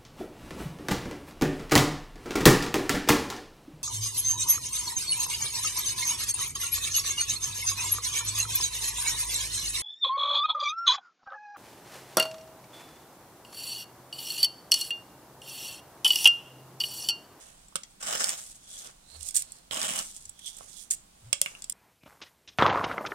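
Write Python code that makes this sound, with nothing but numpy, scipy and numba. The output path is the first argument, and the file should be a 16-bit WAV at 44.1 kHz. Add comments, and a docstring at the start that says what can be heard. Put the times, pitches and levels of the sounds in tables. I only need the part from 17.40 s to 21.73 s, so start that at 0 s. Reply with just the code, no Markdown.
"""Scooping spilled grain off concrete

A plastic scoop scrapes spilled grain off a concrete shed floor, close to a phone with two microphone ports.
The rim grinds over grit in two strokes, made of thousands of tiny random contacts given a colour.
Husks rustle against the scoop, kernels tick and fall in two short showers: bursts of the same contacts.
The scoop knocks on the floor with a crack and ringing tones; filtered noise gives a faint tail and a rumble."""
import sys
import numpy as np
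from scipy import signal
from scipy.fft import rfft, irfft, next_fast_len
from scipy.io import wavfile
from scipy.ndimage import uniform_filter1d
from numba import njit

SR = 44100
rng = np.random.default_rng(int(sys.argv[2]) if len(sys.argv) > 2 else 0)


def output_pcm(signal):
    """Save a mono or channel-first signal as 16-bit PCM at the path in sys.argv[1].

    Samples are clipped to [-1, 1] before scaling.
    """
    pcm = np.clip(np.atleast_2d(signal).T, -1, 1) * 32767
    wavfile.write(sys.argv[1], SR, np.round(pcm).astype(np.int16))


N = 190875
TIME = np.arange(N) / SR  # seconds

# The rim dragged over concrete, one row a stroke: start [t/s], time to full pressure [t/s], lift [t/s],
# relative level [level/dB], extra treble [level/dB], sag of the pressure [dB/s; negative grows]
STROKES = [(0.596, 0.093, 0.9285, -38, 3.5, 19.5), (2.308, 0.0073, 2.593, -41, 2.5, -2)]
# Grain shifting in and around the scoop, one row a movement: peak [t/s], rise [t/s], fall [t/s],
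# relative levels of husks, hollow brushing and floor rubbing [level/dB each],
# left minus right [level/dB], resonance of the scoop [f/Hz]
RUSTLES = [ (0.02, 0.33, 0.33, -50, -55, -55, -2.5, 3400), (0.513, 0.04, 0.04, -56, -72, -75, 0, 3400),
           (0.985, 0.056, 0.26, -40, -54, -55.5, 1, 3400), (1.115, 0.11, 0.047, -44.5, -72, -79, -1, 3400),
           (1.375, 0.16, 0.14, -36.5, -44.5, -54.5, 1, 3430),
           (1.495, 0.22, 0.04, -55.5, -55, -55, -3, 3450),
           (1.755, 0.11, 0.21, -55.5, -53.5, -60.5, -10, 4300),
           (1.87, 0.14, 0.069, -37.5, -55, -68, -8.5, 3960),
           (2.04, 0.066, 0.25, -56.5, -59, -59.5, 0, 4200),
           (2.155, 0.15, 0.14, -51.5, -57, -63.5, -3, 4360), (2.645, 0.1, 0.18, -36.5, -63, -68, 1, 3200),
           (2.775, 0.09, 0.2, -48.5, -61, -74, -1, 3220), (3.092, 0.12, 0.13, -42.5, -42, -78, -7, 3430),
           (3.23, 0.19, 0.14, -49.5, -64, -58, -2.5, 3450), (3.415, 0.25, 0.085, -45, -57, -87, -12, 3400),
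           (3.89, 0.25, 0.11, -58.5, -78, -62, -1, 3450), (4.075, 0.045, 0.25, -47, -57, -53, 2, 3460), ]
# Colour of a kernel's click: [f/Hz], [level/dB]
KERNEL = [(240, -76), (400, -41), (1130, -48), (1760, -33), (2800, -28.5), (3070, -29), (5190, -21.5),
          (5690, -20.5), (8240, -6.5), (11200, -23), (12100, -26), (16000, -41.5)]
# How much of the scattered sound differs between the two ports; long waves reach both alike: [f/Hz], [level/dB]
APART = [(450, -12.5), (1100, 0)]


def undb(db):
    """Turn decibels into a plain gain."""
    return 10 ** (np.asarray(db) / 20)


def unit(x):
    """The same sound at rms 1."""
    return x / np.sqrt(np.mean(x ** 2) + 1e-20)


def sides(pan_db):
    """Left and right gains for a level difference."""
    return undb(np.array([pan_db, -pan_db]) / 2).reshape(2, -1)


def add(out, s, x):
    """Mix a short sound in at time s."""
    i = int(s * SR)
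    out[:, i:i + x.shape[1]] += x[:, :N - i]


def colour(x, points):
    """Filter through (f/Hz, level/dB) points without sounding early, by way of the cepstrum."""
    n = 2 * next_fast_len(x.shape[-1] // 2 + 1024)
    hz, db = np.transpose(points)
    bins_hz = np.arange(n // 2 + 1) * SR / n
    log_gain = np.log(undb(np.interp(np.log(bins_hz + 1), np.log(hz), db)))
    # folding the cepstrum onto positive times keeps the response from starting before the sound
    cepstrum = irfft(log_gain)[:n // 2] * np.r_[1, np.full(n // 2 - 1, 2)]
    return irfft(rfft(x, n) * np.exp(rfft(cepstrum, n)))[..., :x.shape[-1]]


def through(x, response):
    """Convolve, keeping the length."""
    return signal.fftconvolve(np.atleast_2d(x), response, axes=1)[:, :x.shape[-1]]


def fade(t, t60):
    """Exponential decay, 60 dB down at t60 seconds."""
    return np.exp(-np.log(1000) * t / t60)


def walk(rate):
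    """Slow random wander at rms 1, heading for a new value about `rate` times a second."""
    k = int(SR / rate)
    steps = np.repeat(rng.standard_normal(N // k + 1), k)
    return unit(uniform_filter1d(steps, k)[:N])


def wander(x, depth_db, rate):
    """The contact spot moves, so each third of an octave swells and sinks on its own."""
    spectrum = rfft(x, 2 * next_fast_len(N // 2 + 1))
    hz = np.linspace(1, SR / 2, spectrum.shape[1]).clip(125, 16000)
    thirds = 3 * np.log2(hz / 125)
    # neighbouring bands overlap as triangles that add up to the whole sound
    parts = (irfft(spectrum * np.maximum(0, 1 - abs(thirds - k)))[:, :N] for k in range(22))
    return sum(part * undb(depth_db * walk(rate)) for part in parts)


@njit
def resonate(x, hz, width):
    """State-variable band-pass with a moving centre."""
    y, mid, low = np.empty(len(x)), 0., 0.
    for i in range(len(x)):
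        g, k = np.tan(np.pi * hz[i] / SR), width / hz[i]
        v = (mid + g * (x[i] - low)) / (1 + g * (g + k))
        mid, low, y[i] = 2 * v - mid, low + 2 * g * v, k * v
    return y


def band(x, hz, width):
    """A steep resonance on both channels, filtered twice; the centre may move."""
    hz, width = hz * np.ones(N), float(width)
    return np.array([resonate(resonate(channel, hz, width), hz, width) for channel in x])


def contact(t60, direct=0.23, size=2048):
    """One brief contact, energy about 1: a sharp tap and its scatter; it reaches the left port a little later."""
    direct = np.clip(direct, 0, 1)  # share of the energy in the tap
    shared, left, right = rng.standard_normal((3, size)) * fade(TIME[:size], t60)
    scatter = unit(shared + colour(np.array([left, right]), APART))
    pair = scatter * np.sqrt((1 - direct) / size)
    pair[:, 0] += np.sqrt(direct)
    lag = rng.integers(8, 26)  # samples
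    pair[0] = np.r_[np.zeros(lag), pair[0, :-lag]]
    return pair


def patter(rate, spread_db, t60, count=22):
    """Random tiny contacts, mostly weak and a few strong, at several spots with their own crack; rms 1."""
    strength_db = spread_db * np.minimum(rng.exponential(size=N), 4)
    sizes = undb(strength_db) * rng.choice([-1, 1], N)
    sizes = sizes * (rng.random(N) < rate / SR)  # about `rate` contacts a second
    spot = rng.integers(0, count, N)
    return unit(sum(through(sizes * (spot == k), contact(t60)) for k in range(count)))


def ring(size=8192):
    """The scoop wall's modes as dying sines, energy 1; every blow shares them out differently."""
    # Ringing tones of the wall before random detuning and sharing: [f/Hz], [level/dB], 60 dB decay [t/s]
    wall_modes = [(1285, 3, 0.023), (1300, 13, 0.012), (2230, -15, 0.14), (2695, -33, 0.067),
                  (3200, 2, 0.018), (3400, -1, 0.08), (4570, 0, 0.064), (5370, 19.5, 0.011),
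                  (7130, -7.5, 0.23), (7770, -13, 0.034), (8700, -11, 0.044)]
    t = TIME[:size]
    out = 0
    for hz, db, t60 in wall_modes:
        detune, share = rng.standard_normal(2)
        cycles = hz * (1 + 0.0053 * detune) * t + rng.random((2, 1))
        out = out + undb(db + 2 * share) * fade(t, t60) * np.sin(2 * np.pi * cycles)
    return unit(out) / np.sqrt(size)


def air(level_db=-57.5):
    """Quiet background of filtered noise: a rumble common to both ports and a diffuse hiss."""
    # Colour of the background: [f/Hz], [level/dB]
    air_colour = [(13, -25), (22, 8.5), (49, -2), (92, -8), (194, -2.5), (510, -14), (771, -10.5),
                  (1970, -20.5), (3150, -18.5), (6100, -19.5), (8720, -15.5), (14700, -36), (16000, -36)]
    mid, side = rng.standard_normal((2, N))
    side = colour(side, [(60, -17), (150, -8.0), (400, -3.5), (1000, 0.5)])
    noise = unit(colour(mid + side * np.array([[1], [-1]]), air_colour))
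    return noise * undb(level_db + 0.09 * walk(21.0))


def shed(x, t60=0.25, wet_db=-13, near_t60=0.062, near_db=-11, size=32768):
    """Quick reflections from the floor and things nearby, then the tail of the walls, as fading noise."""
    # Colour of the shed's answer: [f/Hz], [level/dB]
    echo_colour = [(200, 6.5), (600, 3), (2500, 3), (8000, -3), (11000, -6), (16000, -11)]
    t = TIME[:size]
    mid, side = rng.standard_normal((2, 2, 1, size))
    build_up = 1 - np.exp(-(t / 0.0021) ** 2)
    near, far = (mid + colour(side, APART) * np.array([[1], [-1]])) * build_up
    response = undb(near_db) * unit(near * fade(t, near_t60))
    response = response + undb(wet_db) * unit(far * fade(t, t60))
    return colour(through(x, response / np.sqrt(size)), echo_colour)


def bumps():
    """Dull low swells from handling, alike at both ports: short humps of an unsteady sine."""
    # Soft bumps: middle [t/s], pitch [f/Hz], time from the middle to 1/e [t/s], peak [level/dB]
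    handling = [(1.797, 76.8, 0.054, -49), (2.874, 74.5, 0.036, -59.5), (3.873, 117.4, 0.038, -46)]
    out = 0
    for s, hz, length, db in handling:
        hump = np.exp(-((TIME - s) / length) ** 2)
        out = out + undb(db) * hump * np.sin(2 * np.pi * hz * TIME + 0.93 * walk(40))
    return out


def swell(peak, rise, fall):
    """One movement of the grain: it grows and dies away evenly in dB."""
    edge_db = -21.5  # relative to the peak, one rise before it or one fall after it
    return undb(edge_db * np.maximum((peak - TIME) / rise, (TIME - peak) / fall).clip(0, 10))


def movements():
    """Left and right gains of husks, brushing and rubbing; overlapping movements add in power."""
    brush_lead_s = 0.019  # the scoop is brushed a little before the husks slide
    husks = brushing = rubbing = 0
    for peak, rise, fall, husk_db, brush_db, rub_db, pan_db, _ in RUSTLES:
        flow = swell(peak, rise, fall) * sides(pan_db)
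        early_flow = swell(peak - brush_lead_s, rise, fall) * sides(pan_db)
        husks = husks + (flow * undb(husk_db)) ** 2
        rubbing = rubbing + (flow * undb(rub_db)) ** 2
        brushing = brushing + (early_flow * undb(brush_db)) ** 2
    return np.sqrt([husks, brushing, rubbing])


def rustle(flicker_db=2.0, shift_db=1.5, brush_db=-3.5, rub_db=0.5, width_hz=480, upper_db=-6):
    """Husks slide over each other, brush the hollow scoop and rub on the floor: dense tiny contacts."""
    # Colour of sliding husks: [f/Hz], [level/dB]
    husk_colour = [(180, -61), (300, -19), (478, -34), (656, -8.5), (946, -30), (1230, -25), (2210, -12),
                   (2930, -9), (3400, -4), (4300, -3.5), (7820, 8), (9090, 7.5), (16000, -26)]
    # Colour of rubbing on the floor: [f/Hz], [level/dB]
    rub_colour = [(200, -7.5), (450, 2.5), (700, 3.5), (950, -1.5), (1250, 0), (2000, -6), (3500, -4.5),
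                  (7000, -45)]
    husks, brushing, rubbing = movements()
    grains = patter(rate=2600, spread_db=3.5, t60=0.007)
    slide = patter(rate=3000, spread_db=3.5, t60=0.007)
    grains = wander(grains, shift_db, rate=19)
    # the hollow scoop's resonance glides from one movement to the next, with a weaker one above it
    hz = np.interp(TIME, [row[0] for row in RUSTLES], [row[-1] for row in RUSTLES])
    brush = band(slide, hz, width_hz) + undb(upper_db) * band(slide, 1.78 * hz, width_hz)
    sound = unit(colour(grains, husk_colour)) * husks
    sound += unit(brush) * brushing * undb(brush_db)
    sound += unit(colour(slide, rub_colour)) * rubbing * undb(rub_db)
    return sound * undb(flicker_db * walk(40))


def showers(start_db=-12, end_db=-22):
    """Kernels land together: the level of a patter of contacts climbs fast and then sinks."""
    # Falls of grain: start [t/s], thickest moment [t/s], end [t/s], peak [level/dB], left minus right [level/dB]
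    falls = [(1.943, 1.972, 2.02, -18.5, -2.5), (3.504, 3.518, 3.555, -20.5, -2.5)]
    flow = 0
    for start, peak, end, db, pan_db in falls:
        levels_db = [db + start_db, db, db + end_db]
        level_db = np.interp(TIME, [start, peak, end], levels_db, left=-np.inf, right=-np.inf)
        flow = flow + undb(level_db) * sides(pan_db)
    kernels = patter(rate=1300, spread_db=3.0, t60=0.0035)
    return unit(colour(kernels, KERNEL)) * flow


def rebound(crack, loss_db=-7, count=3):
    """A kernel skips a millisecond or two apart: the first skip is as strong as the landing, later ones weaker."""
    gaps = np.cumsum(rng.uniform(0.0007, 0.0024, count))  # seconds after the landing
    out = crack.copy()
    for k, gap in enumerate(gaps):
        lag = int(gap * SR)
        out[:, lag:] += undb(loss_db * k) * crack[:, :-lag]
    return out


def ticks(gain_db=7.5, ring_db=-17, size=8192):
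    """Single kernels click, each at the pitch of its size; one pressed against the scoop is duller and rings it."""
    # Kernels that land or snap singly: [t/s], level before the gain [level/dB], left minus right [level/dB],
    # dullness: lift below 5 kHz [level/dB]
    single_kernels = [(0.2836, -33.5, 7, -3), (0.434, -21.5, 4, 12), (0.842, -2.5, -1, 9),
                      (1.4714, -31, -4, 11), (1.8077, -27, -14, 8), (1.8288, -22.5, -17, -0.5),
                      (1.8874, -14, -9, 2), (1.9083, -20, -4, 2), (1.946, -16, -12, 0),
                      (1.9644, -9, -13, 1.5), (2.0213, -13.5, -3, 2), (2.12, -20.5, -5, -2),
                      (2.4152, -11, -7.5, 13), (2.5892, -8.5, 1, 12), (2.7644, -23, -5, -2),
                      (2.8542, -23, 0, 5), (2.8938, -20, -8.5, -9.5), (2.992, -27, 1, 6),
                      (3.062, -20.5, -6, -6), (3.0776, -20, 0, -1), (3.1672, -26, -14, -10),
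                      (3.185, -27, -8, -2), (3.5088, -1, -1, -4.5), (4.2212, -19.5, 2, 5),
                      (4.2414, -17.5, 1, 3.5), (4.2969, -8.5, -5.5, -0.5), (4.3224, -16, 6, 2)]
    wall_colour = [(1200, -8), (2800, -15), (3400, 9.5), (6500, 9), (9000, -39)]
    out = np.zeros((2, N))
    for s, db, pan_db, dull_db in single_kernels:
        crack = rebound(contact(t60=0.009, direct=0.25, size=size))
        pitch = 1 + 0.035 * rng.standard_normal()
        crack = colour(crack, [(hz * pitch, level_db) for hz, level_db in KERNEL])
        crack = unit(colour(crack, [(5000, dull_db), (8000, 1), (13000, -0.49)]))
        wall = unit(colour(ring(), wall_colour))
        click = (crack + undb(ring_db + dull_db / 2) * wall) / np.sqrt(size)
        add(out, s, click * undb(db + gain_db) * sides(pan_db))
    return out


def knocks(gain_db=21, ring_db=-9, size=8192):
    """A crack, a short plastic ring and the cup's hollow note; a softer contact has less treble."""
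    # Scoop striking the floor: [t/s], level before the gain [level/dB], treble cut-off of the contact [f/Hz],
    # lift of the body below 1.4 kHz [level/dB], cup note against the blow [level/dB], left minus right [level/dB]
    blows = [(0.324, -52, 1190, 20, -30, -7), (0.3565, -22, 8160, 14, -19.5, -7),
             (0.3588, -27, 9000, -0.5, -38, 11), (0.364, -30, 11800, -9, -42, -5),
             (0.8926, -19.5, 8500, -4, -30, -2), (2.3106, -30, 3650, 3.5, -13, -11.5),
             (3.2088, -50, 1120, 20, -29, -19.5), (3.9287, -15, 8000, 1.5, -23, -5),
             (3.9305, -15.5, 8700, 5, -54, -3), (4.0153, -10.5, 11600, -4, -23.5, 0.5),
             (4.0607, -24, 2400, -4, -29, 1), (4.1504, -39, 2790, -3, -35, 1)]
    # Colour of the crack and ring: [f/Hz], [level/dB]
    crack_colour = [(100, -22.5), (170, -10), (300, -23), (600, -14.5), (1000, -16), (1800, -13),
                    (2800, 2.5), (3900, -4.5), (5500, -2), (7000, 3), (8700, 10.5), (12000, -4)]
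    out = np.zeros((2, N))
    t = TIME[:size]
    cup_hz, cup_t60 = 572, 0.085  # the scoop's lowest, cup-like mode; decay in seconds
    cup = unit(fade(t, cup_t60) * np.sin(2 * np.pi * cup_hz * t))
    for s, db, cut_hz, body_db, cup_db, pan_db in blows:
        crack = contact(t60=0.009, direct=0.05, size=size)
        blow = colour(crack + undb(ring_db) * ring(), crack_colour)
        blow = colour(blow, [(1400, body_db), (2800, 0)])
        blow = unit(colour(blow, [(cut_hz, 0), (1.33 * cut_hz, -15), (4 * cut_hz, -32)]))
        knock = (blow + undb(cup_db) * cup) / np.sqrt(size)
        add(out, s, knock * undb(db + gain_db) * sides(pan_db))
    return out


def pressure(start, rise, lift, sag_db_per_s):
    """One stroke: the rim is pressed down, sags or grows slowly while it is dragged, and is lifted."""
    lift_db_per_s = 290  # extra decay once the rim is lifted
    attack = np.clip((TIME - start) / rise, 0, 1)
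    sag_db = sag_db_per_s * np.maximum(TIME - start - rise, 0)
    lift_db = lift_db_per_s * np.maximum(TIME - lift, 0)
    return attack * undb(-sag_db - lift_db)


def snaps(level_db=-40, dull_db=8):
    """Now and then a kernel snaps out from under the rim, as hard as the rim is pressed."""
    clicks = patter(rate=45, spread_db=3.0, t60=0.009, count=4)
    clicks = colour(colour(clicks, KERNEL), [(5000, dull_db), (8000, 0)])
    pressed = sum(pressure(start, rise, lift, sag) for start, rise, lift, _, _, sag in STROKES)
    return unit(clicks) * undb(level_db) * pressed


def scrape(judder_db=1.57, shift_db=1.55, body_db=3.5, treble_db=1.0):
    """The rim grinds over grit, catching and slipping; kernels pushed ahead of it carry the treble."""
    # Colour of the first stroke: [f/Hz], [level/dB]
    first_colour = [(53, -59), (90, -41), (188, -10), (438, -8.5), (804, -3), (998, -9.5), (1320, -6),
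                    (2380, -10.5), (3910, -9), (4360, -12.5), (5300, -4.5), (8530, 3), (10800, -13),
                    (15000, -21), (16000, -27)]
    # Colour of the second stroke: [f/Hz], [level/dB]
    second_colour = [(53, -50), (90, -21), (210, -4.5), (438, -9), (620, -0.5), (977, -5), (1210, -5.5),
                     (1540, -10.5), (3010, -6.5), (3830, -9), (4260, -13), (5300, -8), (8350, 1.5),
                     (11100, -12), (16000, -28)]
    # Broad resonances of the dragged rim: average centre [f/Hz], width of each filter pass [f/Hz],
    # relative level in the first stroke [level/dB], in the second [level/dB]
    rim_modes = [(1286, 490, -15, -18), (3100, 540, -15, -9.5), (5420, 480, -6, -8)]
    pile_db_per_s = 17.5  # kernels pile up ahead of the rim and add treble
    grit = patter(rate=3400, spread_db=3.6, t60=0.006)
    grit = wander(grit * undb(judder_db * walk(110)), shift_db, rate=22)
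    rim = [unit(band(grit, hz * (1 + 0.018 * walk(7.9)), width)) for hz, width, *_ in rim_modes]
    low_pass = signal.butter(2, 4000, fs=SR, output="sos")
    out = 0
    for k, spectrum in enumerate([first_colour, second_colour]):
        start, rise, lift, db, bright_db, sag = STROKES[k]
        pile_db = pile_db_per_s * (np.clip(TIME, start, lift) - start)
        rasp = colour(grit, spectrum)
        body = signal.sosfiltfilt(low_pass, rasp)
        treble = unit(rasp - body) * undb(bright_db + pile_db + treble_db)
        rasp = unit(body) * undb(body_db) + treble
        rasp += sum(mode * undb(row[2 + k]) for mode, row in zip(rim, rim_modes))
        out = out + rasp * pressure(start, rise, lift, sag) * undb(db)
    return out


def scene():
    """The work on the floor, its echo in the shed, handling and the quiet background."""
    work = scrape() + snaps() + rustle() + showers() + ticks() + knocks()
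    return work + shed(work) + bumps() + air()


def record(dry):
    """Each port has its own colour; the phone widens the low mids, rounds the loudest peaks and cuts the top."""
    # Colour of the left, then the right microphone port: [f/Hz], [level/dB]
    port_colours = [
        [(100, 1), (250, -4), (600, -12.5), (1400, -1.5), (3200, -2.5), (5500, -2.5), (7300, -1), (9000, -5),
         (11000, -5.5), (15000, 3)],
        [(100, 1), (250, -2), (600, -1), (1400, -2), (3200, 0.5), (5500, 0), (7300, -2), (9000, 0),
         (11000, 0.5), (15000, 8.5)],
    ]
    top_hz = 15900
    left, right = (colour(x, port) for x, port in zip(dry, port_colours))
    side = colour((left - right) / 2, [(130, -8.0), (300, -0.5), (620, 6), (1200, 0)])
    heard = (left + right) / 2 + side * np.array([[1], [-1]])
    top_cut = signal.ellip(8, 0.2, 70, top_hz, fs=SR, output="sos")
    return signal.sosfilt(top_cut, np.tanh(heard))


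dry = scene()
out = record(dry)
output_pcm(out)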